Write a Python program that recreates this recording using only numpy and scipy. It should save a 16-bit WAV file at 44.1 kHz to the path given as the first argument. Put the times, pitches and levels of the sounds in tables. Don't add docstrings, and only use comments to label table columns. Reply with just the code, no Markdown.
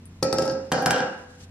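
import sys
import numpy as np
from scipy import signal
from scipy.fft import rfft, irfft
from scipy.io import wavfile
from scipy.ndimage import uniform_filter1d

SR = 44100
rng = np.random.default_rng(int(sys.argv[2]) if len(sys.argv) > 2 else 0)


def to_wav(sig):
    pcm = np.clip(np.atleast_2d(sig), -1, 1) * 32767
    pcm = np.round(pcm).astype(np.int16)
    wavfile.write(sys.argv[1], SR, pcm.T)


N = 66150

# frequency in Hz, t60 in s, level in dB, left-right likeness (1 = identical).
ROOM_BANDS = [(100, 0.2, -25.5, 0.95), (251, 0.52, -32.5, 0.96), (520, 0.54, -26.5, 0.19),
              (940, 0.54, -33.5, 0.49), (1880, 0.57, -32.5, 0.26), (4030, 0.48, -42, 0.14),
              (6800, 0.41, -38, 0.067), (9500, 0.09, -26, 0.34), (15300, 0.058, -37, .5)]

RING_RISE_S, STRIKE_SPREAD_DB = 0.0014, 2
FAVOUR_DB, FAVOUR_OCTAVES = 7.5, 0.079
GRIP_DB = 4.5
DETUNE = .0008
RING_TO_ROOM_DB = -12
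CONTACT_S, ROLL_PER_S, LOW_CUT_HZ = .0022, 4000, 83
TICK_T60_S = .003
TILTED_LAG_S, FREE_LAG_S = -0.000017, 2e-5
TILTED_PAN_DB, FREE_PAN_DB, PAN_FULL_HZ = 4, 1, 4130
ROOM_ONSET_S = 0.00067
RUSTLE_LOW_HZ, RUSTLE_HIGH_HZ = 2000, 7440
HUM_WAVER_DB, FLOOR_DB = 2, -50.5
LIMIT_DB, LIMIT_RATIO, RELEASE_DB_PER_S = -16.5, 2.135, 52.5
ATTACK_S, LOOK_AHEAD_S = 0.00057, 0.00099
TOP, CUTOFF_HZ = 0.42, 16300


def amp(db):
    return 10 ** (np.asarray(db) / 20)


def rms_one(x):
    return x / np.sqrt(np.mean(x ** 2) + 1e-20)


def at_hz(rows, hz, order=1):
    rows = np.array(rows)
    return np.interp(np.log(hz), np.log(rows[:, 0]), rows[:, order])


def ring(clicks, hz, t60_s):
    r = amp(-60 / (t60_s * SR))
    w = 2 * np.pi * hz / SR
    return signal.lfilter([0, np.sin(w)], [1, -2 * r * np.cos(w), r * r], clicks + 1e-18)


def thump(clicks, hz, t60_s):
    r = amp(-120 / (t60_s * SR))
    once = ring(clicks, hz, t60_s / 2)
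    return 2 * np.e * (1 - r) * ring(once, hz, t60_s / 2)


def train(start_s, db):
    out = np.zeros(N)
    out[(np.asarray(start_s) * SR).astype(int)] = amp(db)
    return out


def low_cut(x):
    return signal.sosfilt(signal.butter(4, LOW_CUT_HZ, "high", fs=SR, output="sos"), x)


def bandpass(x, low_hz, high_hz):
    return signal.sosfilt(signal.butter(2, [low_hz, high_hz], "band", fs=SR, output="sos"), x)


def drift(rate_hz):
    r = np.exp(-80 * np.pi * rate_hz / SR)
    white = rng.standard_normal(N // 40 + 2002)
    slow = signal.lfilter([1], [1, -2 * r, r * r], white)[2000:]
    return np.interp(np.arange(N) / 40, np.arange(len(slow)), rms_one(slow))


def bands():
    edges_hz = 22 * 2 ** np.arange(0, 9.6, .5)
    white = rng.standard_normal((2, 2, N))
    for k, (low_hz, high_hz) in enumerate(zip(edges_hz, edges_hz[1:])):
        mid, side = bandpass(white[k % 2], low_hz, high_hz)
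        hz = np.sqrt(low_hz * high_hz)
        alike = np.clip(at_hz(ROOM_BANDS, hz, order=3), -1, 1)
        yield hz, np.sqrt(1 + alike) * mid + np.sqrt(1 - alike) * side * [[1], [-1]]


def bowl_ring(knocks, free):
    mode_hz = [262, 354, 499, 532, 741, 793, 994, 1313, 1472, 1614, 1911, 2379, 3176, 3580, 4620, 5335]
    # t60 in s, level in dB when tilted, level in dB when free.
    mode_rows = [(0.2, -16.5, -18), (0.028, -20, -17.5), (0.32, -34, -8.5), (0.21, -5, -7.5),
                 (0.2, -48, -4.5), (0.36, -26, -8), (0.14, -51, -6), (0.2, -10, -12), (0.29, -45, -12),
                 (0.31, -23.5, -9), (0.22, -28, -50), (0.12, -40, -14), (0.091, -32.5, -12.5),
                 (0.16, -37, -22.5), (0.084, -32, -38), (0.035, -26, -19)]
    hz = np.array(mode_hz)[:, None]
    t60_s, mode_db = np.array(mode_rows)[:, [0, 1 + free]].T[:, :, None]
    out = np.zeros(N + SR)
    t = np.arange(SR // 2) / SR
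    starts_s = np.array(knocks)[:, 0]
    chance = rng.standard_normal((len(knocks), 2, len(mode_hz), 1))
    for (start_s, ring_db, tilt_db, favoured_hz, *_), (spread, shift) in zip(knocks, chance):
        favour = np.exp(-(np.log2(hz / favoured_hz) / FAVOUR_OCTAVES) ** 2)
        strike_db = mode_db + tilt_db * np.log2(hz / 700) + FAVOUR_DB * favour + STRIKE_SPREAD_DB * spread
        swing = np.sin(2 * np.pi * hz * (start_s + (1 + DETUNE * shift) * t))
        modes = amp(strike_db - 60 * t / t60_s) * swing
        later = np.searchsorted(starts_s[starts_s > start_s + .02], start_s + t) * 1.0
        later = uniform_filter1d(later, size=90)
        envelope = amp(ring_db - GRIP_DB * later) * (1 - np.exp(-t / RING_RISE_S))
        first = int(start_s * SR)
        out[first:first + len(t)] += envelope * modes.sum(0)
    return low_cut(out[:N])


def contacts(knocks, free):
    # frequency in Hz, t60 in s, level in dB when tilted, level in dB when free.
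    bench_modes = [(124.5, 0.044, -23, -27.5), (201.5, 0.025, 6, -9.5), (292, 0.033, 2.5, -12),
                   (458, 0.012, 6, -7), (648, 0.016, -9, -7), (807, 0.017, -0.5, -4.5),
                   (1164, 0.011, -21.5, -5.5), (1385, 0.034, -20.5, -10), (1593, 0.027, -28.5, -6)]
    # frequency in Hz, t60 in s, level in dB when tilted, level in dB when free.
    rim_modes = [(1930, 0.0026, -6.5, 3), (2877, 0.013, -15.5, -4), (3820, 0.0015, -1.5, 4.5),
                 (4677, 0.0058, -0.5, -1.5), (5286, 0.013, -2, -6), (6120, 0.002, -1, 0),
                 (7820, 0.0032, -12.5, -5.5), (8790, 0.00089, -11.5, -5), (11600, 0.0019, -23.5, -11.5),
                 (13100, 0.0007, -32, -40)]
    # start in s, end in s, level in dB, centre in Hz, half-width (to 1/e) in octaves.
    rolls = [(0.378, 0.544, -36.5, 4770, 0.8), (0.729, 0.845, -30.5, 5250, 0.41),
             (0.91, 1.028, -29.5, 4000, 1)]
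    start_s, _, _, _, thud_db, thud_tilt_db, clink_db, clink_tilt_db = np.transpose(knocks)
    out = np.zeros(N)
    for k, mode in enumerate(bench_modes):
        hz, t60_s, mode_db = mode[0], mode[1], mode[2 + free]
        blows = train(start_s, thud_db + mode_db + thud_tilt_db * np.log2(hz / 700))
        out += thump(blows, hz, t60_s) * (-1) ** k
    fade = np.exp(-np.arange(400) / (CONTACT_S * SR))
    fade /= np.sqrt(np.sum(fade ** 2))
    rough = rng.standard_normal(N)
    rattle = (rng.random(N) < ROLL_PER_S / SR) * rough
    t = np.arange(N) / SR
    for k, mode in enumerate(rim_modes):
        hz, t60_s, mode_db = mode[0], mode[1], mode[2 + free]
        blows = train(start_s, clink_db + clink_tilt_db * np.log2(max(hz / 5500, 1)))
        contact = signal.fftconvolve(blows, fade)[:N] * np.sign(rough)
        rolling = np.zeros(N)
        for a_s, b_s, roll_db, centre_hz, octaves in rolls:
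            if start_s[0] < a_s < start_s[-1]:
                weight = amp(roll_db) * np.exp(-(np.log2(hz / centre_hz) / octaves) ** 2)
                rolling += weight * np.clip((b_s - t) / (b_s - a_s), 0, 1) ** .5 * (t > a_s)
        out += amp(mode_db) * ring(contact + rattle * rolling, hz, t60_s) * (-1) ** k
    return low_cut(out)


def ports(x, lag_s, pan_db):
    hz = np.fft.rfftfreq(N, 1 / SR)
    side = np.array([[1], [-1]])
    lag = np.exp(-1j * np.pi * hz * lag_s * side)
    pan = amp(pan_db / 2 * np.minimum(hz / PAN_FULL_HZ, 1) * side)
    return irfft(rfft(x) * lag * pan, N)


def finger_ticks():
    # start in s, level in dB, frequency in Hz.
    tick_rows = [(.056, -36.5, 9500), (0.0554, -76, 7050), (0.078, -58, 12000)]
    return sum(ring(train([start_s], db), hz, TICK_T60_S) for start_s, db, hz in tick_rows)


def kitchen(x):
    t = np.arange(N) / SR
    tail = np.zeros((2, N))
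    for hz, noise in bands():
        decay_db = at_hz(ROOM_BANDS, hz, order=2) - 60 * t / at_hz(ROOM_BANDS, hz)
        tail += amp(decay_db) * noise
    onset = 1 - np.exp(-(t / ROOM_ONSET_S) ** 2)
    return signal.fftconvolve(x[None], tail * onset, axes=1)[:, :N]


def rustle():
    # time in s, level in dB.
    swell_rows = [(.2, -72), (1.1, -59), (1.202, -56), (1.381, -62.5), (1.438, -58), (1.47, -72)]
    time_s, db = np.transpose(swell_rows)
    mid, side = bandpass(rng.standard_normal((2, N)), RUSTLE_LOW_HZ, RUSTLE_HIGH_HZ)
    level_db = np.interp(np.arange(N) / SR, time_s, db) + 2.1 * drift(20.0)
    return amp(level_db) * rms_one(mid + 0.81 * side * np.array([[1], [-1]]))


def fridge():
    # frequency in Hz, rms level in dB.
    hum_tones = [(89.5, -47), (138, -59), (178, -60), (229, -59.5), (263, -64)]
    t = np.arange(N) / SR
    out = np.zeros(N)
    for hz, db in hum_tones:
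        level = np.sqrt(2) * amp(db + HUM_WAVER_DB * drift(3.0))
        out += level * np.sin(2 * np.pi * (hz * t + rng.random()))
    return out


def room_tone():
    # frequency in Hz, relative density in dB per Hz.
    floor_rows = [(15, -46), (25, -16), (59, -16), (96, -20), (113, -10.5), (289, -21.5), (410, -26.5),
                  (523, -29.5), (2500, -39), (9300, -55.5), (15500, -61)]
    shaped = sum(amp(at_hz(floor_rows, hz)) * noise for hz, noise in bands())
    return amp(FLOOR_DB) * rms_one(shaped)


def scene():
    # start in s, ring level in dB,
    # ring tilt in dB per octave, favoured pitch in Hz, bench thud in dB, thud tilt in dB per octave,
    # rim clink in dB, clink tilt in dB per octave.
    tilted_knocks = [(.2258, -9.5, -1.7, 532, -8.5, 1.7, -11.5, 14), (.2282, -39, 18, 1313, -27, 10, 1, 15),
                     (.250, -9.5, -1, 532, -38, -4, -30, 8), (.327, -13.5, 2.5, 1313, -9, 4, -3, 15),
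                     (.384, -9, 1.5, 532, -13.5, 3, -4.5, 11), (.421, -26.5, 9, 354, -17, 3.5, -13, 13.5),
                     (.453, -21.5, 0.5, 1313, -35.5, 21, -21.5, 16.5),
                     (.4775, -17.5, -1.5, 532, -28, 17, -19, 10),
                     (.497, -30, 8.5, 1614, -34, -3.5, -18, -20),
                     (.512, -24.5, -4.5, 532, -32, -2.5, -35, 23),
                     (.526, -39.5, 3.5, 1614, -51, -11, -50, -8), (.55, -24.5, -0.5, 532, -54, 15, -44, -2)]
    free_knocks = [(.7175, -15, 1.5, 700, -5.5, -3.5, -10.5, 1), (.7215, -25.5, 0.5, 1280, -56, -2, -6, -1),
                   (.735, -20.5, -13.5, 535, -26.5, 1, -46, -1), (.779, -22.5, -5, 794, -12.5, -2, -43, -9),
                   (.822, -17, -5.5, 847, -41, -8, -32, 18.5), (.8596, -12, 1, 1480, -2, -3, 0.5, 6),
                   (.867, -18, -3, 734, -16.5, 9, -46, -1), (.907, -10.5, 1.5, 1614, -0.5, 0, 0, 8),
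                   (.931, -23.5, 4.5, 3176, -49, -6, -43, -11), (.943, -12.5, -11, 501, -19, 13.5, -14, -9),
                   (.9604, -17.5, 2, 5370, -44, -3, -11, -3), (.982, -20, 4, 1614, -38, -12.5, -17.5, 4),
                   (1.0033, -16.5, -3.5, 262, -12, -5, -12, -16),
                   (1.022, -19.5, -1.5, 494, -21.5, 5.5, -53, -19),
                   (1.065, -26.5, 0.5, 1614, -55, -8.5, -53, 12)]
    tilted_ring, free_ring = bowl_ring(tilted_knocks, free=0), bowl_ring(free_knocks, free=1)
    tilted_hits, free_hits = contacts(tilted_knocks, free=0), contacts(free_knocks, free=1)
    ticks = finger_ticks()
    direct = ports(tilted_ring + tilted_hits + ticks, TILTED_LAG_S, TILTED_PAN_DB)
    direct = direct + ports(free_ring + free_hits, FREE_LAG_S, FREE_PAN_DB)
    to_room = amp(RING_TO_ROOM_DB) * (tilted_ring + free_ring) + tilted_hits + free_hits + ticks
    return direct + kitchen(to_room) + rustle() + fridge() + room_tone()


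def record(dry):
    # frequency in Hz, gain in dB.
    widen_rows = [(300, -8), (1500, 2), (4000, 5), (8000, 8), (15000, 9)]
    hz = np.fft.rfftfreq(N, 1 / SR) + 1
    side = irfft(rfft(dry[0] - dry[1]) * amp(at_hz(widen_rows, hz)), N)
    wide = (dry.sum(0) + side * [[1], [-1]]) / 2
    fall_db = RELEASE_DB_PER_S * np.arange(N) / SR
    peak_db = 20 * np.log10(np.abs(wide).max(0) + 1e-9)
    level_db = np.maximum.accumulate(peak_db + fall_db) - fall_db
    over_db = np.maximum(level_db - LIMIT_DB, 0)
    r = np.exp(-1 / (ATTACK_S * SR))
    cut_db = signal.lfilter([1 - r], [1, -r], over_db * (1 - 1 / LIMIT_RATIO))
    cut_db = np.interp(np.arange(N) + LOOK_AHEAD_S * SR, np.arange(N), cut_db)
    limited = TOP * np.tanh(wide * amp(-cut_db) / TOP)
    return signal.sosfilt(signal.cheby2(12, 70, CUTOFF_HZ, fs=SR, output="sos"), limited)


dry = scene()
out = record(dry)
to_wav(out)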